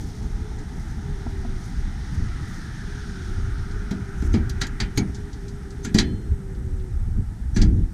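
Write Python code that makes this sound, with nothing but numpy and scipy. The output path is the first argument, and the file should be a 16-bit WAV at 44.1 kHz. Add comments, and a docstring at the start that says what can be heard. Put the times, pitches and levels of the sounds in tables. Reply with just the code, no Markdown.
"""Opening a truck's hood in a breezy field

Wind rumbles on a small camera microphone and whistles past an edge; tyres roar on a far road.
Grass hisses, feet brush through it, and the hand-held camera bumps. Fingers tick on the hood latch,
the catch squeals and clacks free, a spring rings, and the steel hood clunks as it is lifted and
reaches its stop. Near the end an insect trills and there is a faint hum."""
import sys
import numpy as np
from scipy import signal
from scipy.fft import rfft, irfft, next_fast_len
from scipy.io import wavfile

SR = 44100
rng = np.random.default_rng(int(sys.argv[2]) if len(sys.argv) > 2 else 0)


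def waveform_to_disk(signal):
    """Save audio, clipped to [-1, 1], as 16-bit WAV at the path in sys.argv[1]."""
    frames = np.transpose(np.atleast_2d(signal))
    scaled = np.clip(frames, -1, 1) * 32767
    samples = np.round(scaled).astype(np.int16)
    wavfile.write(sys.argv[1], SR, samples)


N = 349713
TIME = np.arange(N) / SR


def from_db(db):
    """Turn decibels into a gain."""
    return 10 ** (np.asarray(db) / 20)


def rms_one(x):
    """Scale a sound so that its average strength (rms) is 1."""
    return x / np.sqrt(np.mean(x ** 2) + 1e-20)


def in_time(rows):
    """Join timed rows with straight lines: one curve for each column after the time."""
    times, *columns = np.transpose(rows)
    return [np.interp(TIME, times, column) for column in columns]


def swells(rows):
    """A gain that rises and falls once for each row."""
    return sum(from_db(db) * np.exp(-8 * ((TIME - s) / length) ** 2) for s, length, db in rows)


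def spells(rows, fade_db_per_s=157):
    """A level in dB that holds through each spell and falls away before and after it."""
    levels = [db - fade_db_per_s * np.abs(TIME - np.clip(TIME, start, end)) for start, end, db in rows]
    return np.max(levels, axis=0)


def drift(rate_hz):
    """A slow random wobble of size about 1, made by smoothing coarse noise."""
    r = np.exp(-80 * np.pi * rate_hz / SR)
    slow = signal.lfilter([1], [1, -2 * r, r * r], rng.standard_normal(N // 40 + 2002))[2000:]
    return np.interp(np.arange(N) / 40, np.arange(len(slow)), rms_one(slow))


def coloured(spectrum, flicker_db=0, rate_hz=1):
    """Noise with the given spectrum and rms 1; each half-octave band can flicker on its own."""
    size = next_fast_len(N)
    octave = np.log2(np.maximum(np.arange(size // 2 + 1) * SR / size, 1))
    hz, db = np.transpose(spectrum)
    shape = from_db(np.interp(octave, np.log2(hz), db, left=-120, right=-120))
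    shaped = rfft(rng.standard_normal(size)) * shape
    if flicker_db == 0:
        return rms_one(irfft(shaped, size)[:N])
    out = 0
    for centre in np.arange(np.log2(hz[0]), np.log2(hz[-1]) + .25, .5):
        window = np.cos(np.pi * np.clip(octave - centre, -.5, .5)) ** 2
        out += from_db(flicker_db * drift(rate_hz)) * irfft(shaped * window, size)[:N]
    return rms_one(out)


def narrow(hz, db, width_hz, steadiness=0):
    """A narrow band of noise whose pitch and level can move; steadiness 1 makes it a wavering tone."""
    slow = signal.sosfilt(signal.butter(2, width_hz / 2, fs=SR, output="sos"), rng.standard_normal((2, N)))
    slow /= (np.hypot(*slow) + 1e-9) ** steadiness
    phase = 2 * np.pi * np.cumsum(hz) / SR
    return from_db(db) * rms_one(slow[0] * np.cos(phase) + slow[1] * np.sin(phase))


def ring(x, hz, t60):
    """Set one mode (a natural note of an object) ringing; t60 is the time it takes to fall 60 dB."""
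    r, w = from_db(-60 / (t60 * SR)), 2 * np.pi * hz / SR
    return signal.lfilter([0, np.sin(w)], [1, -2 * r * np.cos(w), r * r], x + 1e-18)


def band(x, low_hz, high_hz):
    """Keep the part of a sound between two frequencies."""
    return signal.sosfilt(signal.butter(3, [low_hz, high_hz], "band", fs=SR, output="sos"), x)


def burst(t60, rise_s):
    """A rattle of noise that rises quickly and dies away."""
    t = np.arange(SR // 2) / SR
    return rng.standard_normal(len(t)) * (1 - np.exp(-t / rise_s)) * from_db(-60 * t / t60)


def add(out, s, sound):
    """Mix a sound in, starting at s seconds."""
    i = round(s * SR)
    out[i:i + len(sound)] += sound[:N - i]


def wind():
    """Swirling air on the microphone's opening: a lumpy rumble, rougher buffeting and short puffs."""
    # strength of the rumble: t/s, level/dB
    gusts = [(0.0, -27.5), (1.25, -30.5), (1.5, -26), (1.7, -33), (1.82, -24), (2.05, -30), (2.21, -19.5),
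             (2.4, -32), (3.2, -31.5), (3.46, -24), (4.09, -32), (4.39, -18.5), (4.68, -30), (5.06, -26),
             (5.3, -33), (5.85, -34.5), (6.05, -24), (6.24, -31), (6.32, -19), (6.4, -35), (6.72, -24),
             (6.83, -28.5), (7.19, -17.5), (7.27, -28.5), (7.37, -29.5), (7.58, -18), (7.81, -16),
             (7.93, -30)]
    # puffs straight into the opening: middle t/s, length/s, level/dB
    puffs = [(2.2, 0.23, -27), (7.08, 0.042, -26.5), (7.2, .08, -22), (7.32, 0.039, -30.5),
             (7.44, 0.058, -31)]
    # spectra of the three parts: f/Hz, relative level/dB
    rumble_spectrum = [(15, -11.5), (28, -1), (50, -5.5), (75, -5), (110, -11.5), (160, -30)]
    buffet_spectrum = [(70, -8), (120, 1), (200, -1.5), (280, -9), (400, -16.5), (500, -27), (650, -36)]
    puff_spectrum = [(40, 1), (100, 2.5), (200, -6), (420, -24.5), (520, -47)]
    wind_db, = in_time(gusts)
    breeze_db, hood_up_s = -21, 6.93
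    buffet_db = -35 - .5 * TIME   # eases near the shelter of the truck
    buffet_db += 3 * np.maximum(wind_db - breeze_db, 0)   # leaps in strong gusts
    buffet_db -= 3 * np.clip((TIME - hood_up_s) * 20, 0, 1)   # drops once the hood is up
    rumble = from_db(wind_db) * coloured(rumble_spectrum, flicker_db=3.6, rate_hz=10.3)
    buffeting = from_db(buffet_db) * coloured(buffet_spectrum, flicker_db=3.4, rate_hz=30.5)
    return rumble + buffeting + swells(puffs) * coloured(puff_spectrum)


def road_and_grass():
    """Far tyres roar over a lower, steadily fading wash of traffic; grass and leaves hiss."""
    # strength of the far sounds: t/s, tyre level/dB, grass level/dB
    levels = [(0.0, -52, -54.5), (0.75, -48, -56), (2.3, -45.5, -51.5), (2.65, -45, -52), (3.1, -45, -50.5),
              (3.75, -45.5, -54.5), (4.73, -44.5, -58.5), (5.39, -50, -58.5), (6.65, -53.5, -64),
              (7.93, -55.5, -64)]
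    # spectra of the three parts: f/Hz, relative level/dB
    tyre_spectrum = [(900, -6.5), (1200, 4), (1500, 1), (1900, -2.5), (2300, -9.5), (3000, -12),
                     (3500, -45), (4200, -37)]
    wash_spectrum = [(300, -18), (500, -14.5), (800, 3.5), (1000, 1), (1300, -3.5)]
    grass_spectrum = [(2400, 1), (3500, 6.5), (4600, 2.5), (5600, 6.5), (6700, 2), (7400, -7.5),
                      (9000, -3.5), (11500, -19), (15500, -48)]
    tyre_db, grass_db = in_time(levels)
    wash_db = -48 - TIME   # loses 1 dB a second
    tyres = from_db(tyre_db) * coloured(tyre_spectrum, flicker_db=1, rate_hz=11)
    wash = from_db(wash_db) * coloured(wash_spectrum, flicker_db=.95, rate_hz=12)
    grass = from_db(grass_db) * coloured(grass_spectrum, flicker_db=1, rate_hz=5.9)
    return tyres + wash + grass


def whistle():
    """Wind whistles faintly past an edge."""
    # the wandering pitch: t/s, f/Hz
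    pitch = [(0, 417), (.6, 422.6), (1.1, 403), (1.5, 380.6), (2.8, 382.7), (3.0, 407), (3.25, 373),
             (3.8, 410), (4.3, 381), (5.15, 404.4), (5.9, 396), (6.2, 421.4), (6.5, 386), (6.9, 373)]
    # when it sounds: start t/s, end t/s, level/dB
    blowing = [(-.2, .65, -50.5), (1.05, 1.55, -47), (2.9, 6.9, -46.5)]
    return narrow(*in_time(pitch), spells(blowing), width_hz=14.5, steadiness=.44)


def microphone_hiss():
    """The microphone's own steady noise."""
    # f/Hz, relative level/dB
    spectrum = [(300, 6.5), (1500, -10.5), (3000, -30.5), (8000, -11), (11000, -18), (15500, -28.5)]
    return from_db(-57.5) * coloured(spectrum)


def steps():
    """Feet brush through grass in crackly swishes that swell and fade."""
    # swishes: middle t/s, length/s, level/dB
    swishes = [(0.044, 0.71, -56.5), (0.853, 0.35, -58), (1.31, .04, -55), (1.658, 0.21, -58),
               (2.145, .03, -55), (2.542, 0.3, -56), (3.272, 0.11, -56), (4.246, 0.24, -57)]
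    # their spectrum: f/Hz, relative level/dB
    spectrum = [(2500, -18), (6000, 15.5), (9000, 5), (12000, -1), (15500, -5)]
    crackle = from_db(3.5 * drift(rate_hz=60))
    return swells(swishes) * crackle * coloured(spectrum, flicker_db=1.2, rate_hz=30)


def ticks():
    """Fingers, catch and hinges make light ticks that die fast."""
    # light touches: t/s, level/dB, f/Hz
    touches = [(0.585, -42, 5730), (3.71, -42, 5370), (5.1454, -35, 5800), (5.329, -37.5, 5150),
               (5.481, -38.5, 5600), (5.7036, -41, 6140), (6.547, -47, 3717), (6.795, -47, 3520)]
    out = np.zeros(N)
    for s, db, hz in touches:
        add(out, s, from_db(db) * band(burst(t60=.11, rise_s=.0006), hz / 1.63, hz * 1.33))
    return out


def camera_bumps():
    """The body of the hand-held camera knocks: a dull thump with a hollow top."""
    # bumps: t/s, level/dB, rattle t60/s
    bumps = [(.98, -37, 0.043), (1.264, -27.5, 0.049), (1.447, -31, 0.083)]
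    out = np.zeros(N)
    for s, db, t60 in bumps:
        rattle = burst(t60, rise_s=.0015)
        hit = rattle / 2 + 10 * signal.unit_impulse(len(rattle), SR // 400)
        thump = 1.56 * ring(signal.unit_impulse(len(hit)), 239.6, t60 * 2.7) + 4.9 * band(hit, 100, 300)
        hollow = 5.7 * band(hit, 630, 1000) + 3 * band(hit, 1250, 1410)
        add(out, s, from_db(db) * (thump + hollow))
    return out


def passing_car():
    """A far car goes by: a band of noise that sinks in pitch, and a brief lower one."""
    # paths of the two bands: t/s, f/Hz, level/dB
    main_band = [(1.2, 2000, -63), (2.0, 1912, -54), (2.45, 1861, -50.5), (2.9, 1591, -46.5),
                 (3.4, 1335, -44.5), (4.0, 1440, -48), (4.6, 1478, -47), (5.2, 1413, -91)]
    low_band = [(1.9, 1311, -82), (2.3, 1250, -43.5), (2.7, 1317, -51), (3.0, 1296, -70)]
    return narrow(*in_time(main_band), width_hz=284) + narrow(*in_time(low_band), width_hz=250)


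def latch_ring(rattle, centre_hz, focus_db):
    """A hard hit and its rattle ring the latch; modes an octave from centre_hz lose focus_db."""
    # modes of the latch and its bracket: f/Hz, level/dB
    modes = [(1410, -26), (1640, -30), (1950, -37), (2280, -31), (3020, -35), (3300, -44), (3470, -33),
             (3850, -34.5), (4200, -30), (4570, -29.5), (5010, -38), (5450, -38), (6100, -39),
             (6700, -32.5), (7100, -33), (7950, -34)]
    struck = rattle + 12 * signal.unit_impulse(len(rattle), SR // 400)
    out = 0
    for k, (hz, db) in enumerate(modes):
        strength = from_db(db - focus_db * np.log2(hz / centre_hz) ** 2 + rng.normal(0, 1.44))
        out += (-1) ** k * strength * ring(struck, hz, t60=.028)
    return out


def hood_thud(thud_hz, ring_share):
    """The steel hood shudders and rings, most strongly in the modes near thud_hz."""
    # modes of the panel: f/Hz, level/dB, t60 when free/s
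    modes = [(124.8, 1, 0.43), (172, -4, 0.35), (193, -4, 0.8), (215, 7, 0.21), (244.7, -2, 0.55),
             (277, 2.5, 0.19), (313, -2, 0.79), (371, 0, 0.71), (410, 4, 0.36), (472, -3, 0.25)]
    push = np.pad(np.hanning(SR // 400), (0, SR // 2 - SR // 400)) / (SR // 800)   # soft, 2.5 ms long
    upper_modes = .87 * band(burst(t60=.29, rise_s=.0026), 244, 1160)   # too close to tell apart
    shudder = from_db(17.5) * band(burst(t60=.82 * ring_share, rise_s=.043), 86, 284)
    out = upper_modes + shudder
    for hz, db, t60 in modes:
        strength = from_db(db - 8 * np.log2(hz / thud_hz) ** 2 + rng.normal(0, 2))
        late_push = np.roll(push, int(rng.uniform(.001, .005) * SR))   # the bend spreads over the sheet
        out -= strength * ring(late_push, hz, t60 * ring_share)
    return out


def latch_and_hood():
    """Each blow of metal on metal gives a bright clack, a duller knock, a brief shimmer and a thud."""
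    # blows: t/s, clack level/dB, clack f/Hz, clack t60/s, knock level/dB, knock f/Hz,
    # shimmer level/dB, thud level/dB, thud f/Hz
    blows = [(3.9087, -30.5, 3440, 0.1, -30, 1293, -40, -23.5, 209),
             (4.2201, -47, 4760, 0.11, -34, 1563, -51, -27.5, 215),
             (4.338, -29.5, 4520, 0.12, -21.5, 2230, -56, -16.5, 214),
             (4.494, -27, 5500, 0.073, -56, 1680, -31.5, -47, 121),
             (4.6127, -17, 4300, 0.11, -16, 1650, -33, -25, 116.6),
             (4.6667, -26.5, 6270, .04, -34, 1670, -40, -41, 137),
             (4.8001, -19, 4640, 0.1, -12.5, 2460, -43, -26, 152),
             (4.9734, -17.5, 4400, 0.082, -16.5, 2330, -22, -18.5, 215),
             (5.002, -42, 4400, 0.055, -38, 2330, -60, -21, 121),
             (5.8464, -27, 6650, 0.12, -23, 1540, -34, -30, 217),
             (5.9426, -21, 5260, 0.19, -20, 1830, -27, -16, 210),
             (5.9841, -8, 3970, 0.095, -9, 2050, -37, -40, 256),
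             (7.561, -24.5, 5330, 0.15, -23, 1650, -42, -22.5, 223),
             (7.6141, -19.5, 5250, 0.097, -24, 1970, -45, -20.5, 184)]
    freed_s = 5.5
    out = np.zeros(N)
    for s, clack_db, clack_hz, t60, knock_db, knock_hz, shimmer_db, thud_db, thud_hz in blows:
        rattle = burst(t60, rise_s=.0019)
        clack = latch_ring(rattle, clack_hz, focus_db=61) + .93 * band(rattle, 2700, 7040)
        rap = burst(t60 * 1.83, rise_s=.0011)
        knock = latch_ring(rap, knock_hz, focus_db=119) + .9 * band(rap, 780, 2800)
        knock += from_db(-69.5) * ring(rap, hz=1800, t60=.47)   # one faint mode lingers
        shimmer = band(burst(t60=.036, rise_s=.002), 7200, 12800)
        thud = hood_thud(thud_hz, ring_share=.45 if s < freed_s else 1)   # a latched hood rings less
        for db, part in (clack_db, clack), (knock_db, knock), (shimmer_db, shimmer), (thud_db, thud):
            add(out, s, from_db(db) * part)
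    return out


def squeals():
    """Metal squeals as it slips free, swelling up to the blow that stops it."""
    # slips: end t/s, length/s, f/Hz, level/dB
    slips = [(4.339, 0.012, 6300, -42), (4.621, 0.021, 6330, -39), (4.978, 0.027, 6500, -43),
             (5.859, 0.032, 6260, -39), (5.988, 0.017, 4030, -32), (7.577, 0.039, 5940, -40.5)]
    out = np.zeros(N)
    for end, length, hz, db in slips:
        swell = np.linspace(0, 1, round(length * SR))
        grit = rng.standard_normal(SR // 8)
        squeal = rms_one(band(grit, hz / 1.035, hz * 1.035)) + .6 * rms_one(band(grit, 3000, 8500))
        add(out, end - length, from_db(db) * swell * squeal[-len(swell):])
    return out


def catch_and_spring():
    """First the catch lever, then the hood spring is plucked and left to ring."""
    # the two plucks: t/s, level/dB
    plucks = [(4.979, -25), (5.98, -37.5)]
    # modes of the lever and of the spring: f/Hz, level/dB, t60/s
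    catch_modes = [(4300, -2, .04), (6400, -3, .08), (6620, -3, .08), (6900, -5, .06), (9170, -36, .6),
                   (9290, -36, .5), (11000, -37, .5)]
    spring_modes = [(3068, -6, .55), (3084, -7, .55), (3429, 0, .32), (4204, -7, .72)]
    out, click = np.zeros(N), signal.unit_impulse(SR)
    for (s, pluck_db), modes in zip(plucks, [catch_modes, spring_modes]):
        for hz, db, t60 in modes:
            add(out, s, from_db(pluck_db + db) * ring(click, hz, t60))
    return out


def insect():
    """An insect trills: evenly spaced high pips of slightly uneven strength."""
    first_s, last_s, period_s = 5.489, 7.25, .0578
    pip_hz, pip_s = 8050, .014
    out, t = np.zeros(N), np.arange(SR // 20) / SR
    pip = np.sin(np.pi * np.minimum(t / pip_s, 1)) * np.sin(2 * np.pi * pip_hz * t)
    for s in np.arange(first_s, last_s, period_s):
        add(out, s, from_db(-61 + rng.normal(0, .59)) * pip)
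    return out


def hum(hz=502, start_s=5.7, end_s=7.0, db=-58.5):
    """A faint hum of steady pitch comes and goes."""
    return narrow(np.full(N, hz), spells([(start_s, end_s, db)]), width_hz=1.7, steadiness=.23)


def scene():
    """All the sounds meet at the microphone, in one channel."""
    handling = latch_and_hood() + catch_and_spring() + ticks() + squeals() + camera_bumps() + steps()
    outdoors = wind() + road_and_grass() + passing_car() + whistle() + hum() + insect()
    return (handling + outdoors + microphone_hiss())[None]


def record(dry):
    """The camera's housing weakens a few narrow bands, and the highest treble is cut steeply."""
    # the housing's dips and one slight, broad lift: f/Hz, width/Hz, gain/dB
    housing = [(564, 23.8, -21.5), (1093, 277, -13), (2716, 450, -6.5), (4760, 5600, 0.5), (7540, 360, -3)]
    cutoff_hz = 15750
    for hz, width_hz, db in housing:
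        middle = -2 * np.cos(2 * np.pi * hz / SR)
        width, root_gain = np.pi * width_hz / SR, from_db(db / 2)
        forward = [1 + width * root_gain, middle, 1 - width * root_gain]
        feedback = [1 + width / root_gain, middle, 1 - width / root_gain]
        dry = signal.lfilter(forward, feedback, dry)
    return signal.sosfilt(signal.cheby2(20, 70, cutoff_hz, fs=SR, output="sos"), dry)


dry = scene()
out = record(dry)
waveform_to_disk(out)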